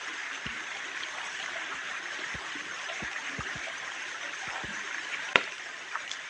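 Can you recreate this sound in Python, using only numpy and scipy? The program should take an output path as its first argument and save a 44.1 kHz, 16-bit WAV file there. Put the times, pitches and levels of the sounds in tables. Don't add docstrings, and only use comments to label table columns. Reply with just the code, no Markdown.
import sys
import numpy as np
from scipy import signal
from scipy.fft import rfft, irfft, next_fast_len
from scipy.io import wavfile
from scipy.ndimage import uniform_filter1d, map_coordinates

SR = 44100
rng = np.random.default_rng(int(sys.argv[2]) if len(sys.argv) > 2 else 0)


def dump(signal):
    limited = np.clip(np.atleast_2d(signal).T, -1, 1)
    pcm = np.round(limited * 32767).astype(np.int16)
    wavfile.write(sys.argv[1], SR, pcm)


N = 277389

# (time [s], relative level [dB])
RUSH_DRIFT = [(0.0, -39), (1.37, -38), (3.92, -39), (5.26, -38), (5.5, -41), (6.29, -41.5)]
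# (time [s], relative level [dB])
HISS_DRIFT = [(0.0, -51), (0.93, -52.5), (1.33, -47.5), (1.56, -52), (3.24, -51), (5.24, -51),
              (6.29, -53.5)]
# (frequency [Hz], gain [dB])
WASH_SPECTRUM = [(25, -60.5), (60, -27.5), (120, -17.5), (300, -14.5), (800, -9.5), (1200, -9.5),
                 (1600, 0.5), (1900, 0.5), (2350, -3.5), (2850, -5), (3600, -8), (4300, -17), (6000, -38),
                 (10000, -75)]
# (frequency [Hz], gain [dB])
HISS_SPECTRUM = [(2500, -17.5), (4200, -13.5), (5100, -7.5), (6000, -3.5), (6350, -1), (6700, -5.5),
                 (7500, -12), (7800, -9.5), (8200, -16.5), (8950, -23), (9200, -16.5), (9900, -33.5),
                 (11000, -39.5), (15500, -51)]
# (frequency [Hz], gain [dB])
ROCK_HOLLOWS = [(100, 3), (240, 0), (314, -2), (385, 1), (477, -1.5), (570, 1.5), (685, 5.5), (790, 6.5),
                (1100, 1.5)]
# (frequency [Hz], time to fall 60 dB [s])
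FOREST_DECAY = [(200, 0.37), (1000, 0.22), (3000, 0.6), (9000, 0.23)]
# (time of the middle [s], level [dB], pitch [Hz], half-length [s])
STONE_SCUFFS = [(0.346, -37, 2680, 0.026), (1.031, -41.5, 3180, 0.013), (1.202, -45, 1000, 0.17),
                (1.43, -45, 3050, 0.054), (1.728, -35.5, 1320, 0.023), (2.442, -45.5, 1070, 0.089),
                (2.195, -40.5, 3150, 0.016), (2.9, -40, 2880, 0.026), (3.277, -38.5, 1900, 0.045),
                (4.563, -41, 820, 0.088), (5.141, -32, 2330, 0.022), (5.957, -36.5, 1400, 0.033),
                (6.13, -42, 5600, 0.026)]
# (time [s], relative level [dB])
DULL_THUMPS = [(0.456, -28.5), (1.737, -44), (2.342, -30), (3.02, -30.5), (3.382, -26), (3.551, -32.5),
               (4.47, -40), (4.634, -32)]
# (time [s], level [dB], pitch [Hz], relative splinter level [dB])
CLEAR_TICKS = [(0.4648, -23, 2840, -26), (1.0345, -21.5, 3230, -30), (1.4, -25, 2880, -20),
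               (1.427, -27.5, 3270, -15), (1.4593, -24, 2040, -4), (3.1608, -24.5, 1850, -28),
               (3.4058, -26, 1247, -6), (3.877, -28, 1900, -20), (4.9082, -29, 1460, -13),
               (4.9814, -26.5, 1910, -16), (5.439, -32, 4400, -2), (5.9544, -23.5, 1290, -11),
               (6.114, -19.5, 3440, 0)]
# (time [s], relative level [dB], starting pitch [Hz])
GURGLES_AND_KNOCKS = [(0.499, -50.5, 232), (1.553, -39, 660), (2.17, -45.5, 338.5), (2.549, -44, 291.5),
                      (2.884, -35, 660), (3.0, -38, 712), (3.183, -38.5, 888), (3.291, -47, 273),
                      (3.45, -48, 316), (3.669, -38, 657), (4.668, -47, 203)]
# (time [s], relative level [dB])
CLOSE_CRACK = [(5.3572, 0)]
# (frequency [Hz], gain [dB])
SNAP_SPECTRUM = [(40, -31), (200, 1), (450, 7), (1500, -0.5), (2500, -6.5), (3600, 3.5), (4500, -29),
                 (7000, -32), (9000, -54), (11000, -64)]
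# (frequency [Hz], relative level [dB], time to fall 60 dB [s])
RING_MODES = [(484, -5.5, 0.021), (680, -44, 0.031), (998, -11.5, 0.074), (1360, -1, 0.04),
              (1977, 10.5, 0.0074), (2460, 5, 0.015), (2760, 3.5, 0.017), (3770, -24, 0.012),
              (5340, -19, 0.015), (7120, -24, 0.033)]


def amp(db):
    return 10 ** (np.asarray(db) / 20)


def unit(x):
    return x / np.sqrt(np.mean(x ** 2) + 1e-20)


def along(points, hz):
    freqs, values = np.transpose(points)
    return np.interp(np.log(hz + 1), np.log(freqs), values)


def curve(points):
    return np.interp(np.arange(N) / SR, *np.transpose(points))


def wobble(rate):
    return map_coordinates(rng.standard_normal(int(N * rate / SR) + 4), [np.arange(N) * rate / SR])


def filtered(x, response):
    size = next_fast_len(len(x) + SR // 4)
    return irfft(rfft(x, size) * response(np.fft.rfftfreq(size, 1 / SR)), size)[:len(x)]


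def equalised(x, spectrum):
    return filtered(x, lambda hz: amp(along(spectrum, hz)))


def coloured(x, spectrum):
    return unit(equalised(x, spectrum))


def pulse(spectrum, size=4096):
    cepstrum = irfft(np.log(amp(along(spectrum, np.fft.rfftfreq(size, 1 / SR)))))
    cepstrum[1:size // 2] *= 2
    cepstrum[size // 2 + 1:] = 0
    wave = irfft(np.exp(rfft(cepstrum)))
    return wave / np.abs(wave).max()


def add(track, s, sound):
    start = max(round(s * SR), 0)
    track[start:start + len(sound)] += sound[:max(len(track) - start, 0)]


def patchy(depth_db, size=512):
    bands = signal.stft(rng.standard_normal(N), nperseg=size)[2]
    patches = uniform_filter1d(rng.standard_normal(bands.shape), size=6, axis=0)
    patches = uniform_filter1d(patches, size=10, axis=1)
    return signal.istft(bands * amp(depth_db * unit(patches)), nperseg=size)[1][:N]


def bubble(t, hz, cycles, rise):
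    age = t * hz / cycles
    phase = 2 * np.pi * hz * t * (1 + rise * np.minimum(age, 2) / 2)
    return np.sin(phase) * amp(-60 * age) * (1 - np.exp(-20 * age))


def bubbles(per_s, low_hz, high_hz, cycles, spread_db, rise, size):
    when, pitch, strength, life = rng.random((int(per_s * N / SR), 4)).T[:, :, None]
    hz = low_hz * (high_hz / low_hz) ** pitch
    gain = amp(-spread_db * np.log(np.maximum(strength, .01)))
    k = np.arange(size)
    fade = np.minimum(1, 10 * (1 - k / size))
    rings = gain * bubble(k / SR, hz, cycles * (.5 + life), rise) * fade
    positions = (when * N).astype(int) + k
    return unit(np.bincount(positions.ravel(), rings.ravel(), N)[:N])


def stream():
    rush_db, hiss_db = curve(RUSH_DRIFT), curve(HISS_DRIFT)
    gurgle_db = rush_db.mean() + 1.1 * (rush_db - rush_db.mean())
    surge_db = 0.1 * wobble(7.7) + 0.5 * wobble(35)
    splashes = bubbles(per_s=1100, low_hz=898, high_hz=4304,
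                       cycles=22.5, spread_db=3, rise=0.033, size=900)
    trickles = bubbles(per_s=240, low_hz=1002.3, high_hz=3885,
                       cycles=124, spread_db=2.5, rise=0.083, size=3000)
    wash = coloured(unit(patchy(depth_db=2.27)) + amp(-10.5) * splashes + amp(-10) * trickles,
                    WASH_SPECTRUM)
    fizz = bubbles(per_s=400, low_hz=4080, high_hz=8865, cycles=400, spread_db=3, rise=0.012, size=3000)
    hiss = coloured(unit(patchy(depth_db=2)) + amp(-8.5) * fizz, HISS_SPECTRUM)
    pockets = bubbles(per_s=190, low_hz=262, high_hz=1288, cycles=39.7, spread_db=3, rise=0.16, size=4000)
    bank_echo = amp(-4.5) * forest(pockets, build_s=0.0028)
    gurgle = coloured(pockets + bank_echo, ROCK_HOLLOWS)
    return (amp(rush_db + 0.21 + surge_db) * wash
            + amp(hiss_db + 0.54 + 2.2 * surge_db) * hiss
            + amp(gurgle_db - 14.5) * gurgle)


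def forest(x, build_s, size=256):
    hz, t, bands = signal.stft(rng.standard_normal(SR // 2), SR, nperseg=size)
    decay = amp(-60 * t / along(FOREST_DECAY, hz)[:, None])
    build = 1 - 1.73 * np.exp(-(t / build_s) ** 2)
    tail = signal.istft(bands * decay * build, SR, nperseg=size)[1]
    return signal.fftconvolve(x, tail / np.linalg.norm(tail))[:N]


def fire():
    when, strength = rng.random((int(26 * N / SR), 2)).T
    gain = amp(-4 * np.log(np.maximum(strength, .03)))
    impulses = np.bincount((when * N).astype(int), gain, N)
    pop = pulse([(400, -30), (1800, -3), (3200, 0), (4400, -10),
                 (6400, -12), (8000, -20), (9500, -38), (11000, -65)])
    return amp(-40.5) * signal.fftconvolve(impulses, pop)[:N]


def faint_ticks(per_s=6.5, db=-29.5, spread_db=1.5, hz=2267, octaves=.45, splinter_db=-17):
    return [(when * N / SR, db + spread_db * (2 * strength - 1),
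             hz * 2 ** (octaves * (2 * pitch - 1)), splinter_db)
            for when, strength, pitch in rng.random((int(per_s * N / SR), 3))]


def scuffs(grains_per_s=2500):
    out, t = np.zeros(N), np.arange(-SR // 5, SR // 5) / SR
    for s, db, hz, half_length in STONE_SCUFFS:
        grit = rng.standard_normal(len(t)) * (rng.random(len(t)) < grains_per_s / SR)
        rub = coloured(grit, [(hz / 4, -36), (hz * 0.63, -10), (hz, 0),
                              (hz * 1.35, -7), (hz * 1.85, -48), (hz * 7, -90)])
        add(out, s + t[0], amp(db) * rub * np.exp(-2 * (t / half_length) ** 2))
    return out


def thumps(start_hz=345, end_hz=56, fall_s=0.0089):
    out, t = np.zeros(N), np.arange(SR // 6) / SR
    hz = end_hz + (start_hz - end_hz) * np.exp(-t / fall_s)
    swell = np.exp(-((t - .009) / 0.0089) ** 2) * (1 - np.exp(-t / 0.0026))
    drop = swell * np.sin(2 * np.pi * np.cumsum(hz) / SR)
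    boom = np.sin(2 * np.pi * 62 * t) * np.exp(-((t - .026) / 0.024) ** 2)
    puff_spectrum = [(40, -20), (130, -0.5), (380, -2.5), (600, -12), (1200, -53), (4000, -100)]
    for s, db in DULL_THUMPS:
        puff = swell * coloured(rng.standard_normal(len(t)), puff_spectrum)
        add(out, s, amp(db - 4.5) * (drop + amp(-4) * puff + amp(-12.5) * boom))
    return out


def ticks(ring_cycles=52):
    out, t = np.zeros(N), np.arange(SR // 15) / SR
    attack = 1 - np.exp(-t / 0.00025)
    for s, db, hz, splinter_db in CLEAR_TICKS + faint_ticks():
        lower_hz, upper_hz = hz * np.array([.68, 1.42]) * np.exp(0.039 * rng.standard_normal(2))
        main, lower, upper = (np.sin(2 * np.pi * f * t) for f in (hz, lower_hz, upper_hz))
        ring = (main - 0.31 * lower - 0.19 * upper) * amp(-60 * t * hz / ring_cycles)
        splinter = coloured(rng.standard_normal(len(t)), HISS_SPECTRUM)
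        splinter *= amp(splinter_db - 8 - 60 * t / 0.016)
        add(out, s + .0005, amp(db) * (ring + splinter) * attack)
    return equalised(out, [(7000, 0), (9000, -14), (11000, -38), (15000, -50)])


def gurgles_and_knocks():
    out, t = np.zeros(N), np.arange(SR // 3) / SR
    for s, db, hz in GURGLES_AND_KNOCKS:
        rough = coloured(rng.standard_normal(len(t)), [(50, -1), (130, -9.5), (300, -38), (1000, -100)])
        add(out, s, amp(db) * (1.83 + 1.6 * rough) * bubble(t, hz, cycles=86, rise=0.066))
    return out


def crack(ground_delay_s=0.0019):
    out = np.zeros(N)
    snap = pulse(SNAP_SPECTRUM)
    t = np.arange(len(snap)) / SR
    ring = sum((-1) ** k * amp(db - 60 * t / t60) * np.sin(2 * np.pi * hz * t)
               for k, (hz, db, t60) in enumerate(RING_MODES))
    scatter_spectrum = [(40, -50), (120, -20), (300, 3.5), (600, 0.5),
                        (1500, -13), (4000, -11.5), (6500, -29), (9000, -51)]
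    scatter = coloured(rng.standard_normal(len(t)), scatter_spectrum)
    scatter *= (1 - np.exp(-t / 0.0012)) * amp(-60 * t / 0.18)
    for s, db in CLOSE_CRACK:
        add(out, s, amp(db - 6) * snap + amp(db - 14) * ring + amp(db - 27.5) * scatter)
        add(out, s + ground_delay_s, amp(db - 9.5) * snap)
    return equalised(out, [(40, -22), (140, -0.5), (7400, 1), (8800, -11), (11000, -12.5)])


def scene():
    close_crack = crack()
    near_sounds = ticks() + scuffs() + gurgles_and_knocks() + fire()
    echoes = forest(amp(-16) * close_crack + amp(-15) * near_sounds, build_s=0.021)
    return (stream() + thumps() + near_sounds + close_crack + echoes)[None]


def record(dry, bass_hz=30, top_hz=15700):
    crack_s = CLOSE_CRACK[0][0]
    dip_db = curve([(crack_s - .025, 0), (crack_s - .022, -19), (crack_s - .015, -13), (crack_s, 0)])
    microphone = lambda hz: (1j * hz / (1j * hz + bass_hz)) ** 2 * (hz < top_hz)
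    return filtered(dry[0] * amp(dip_db), microphone)[None]


dry = scene()
out = record(dry)
dump(out)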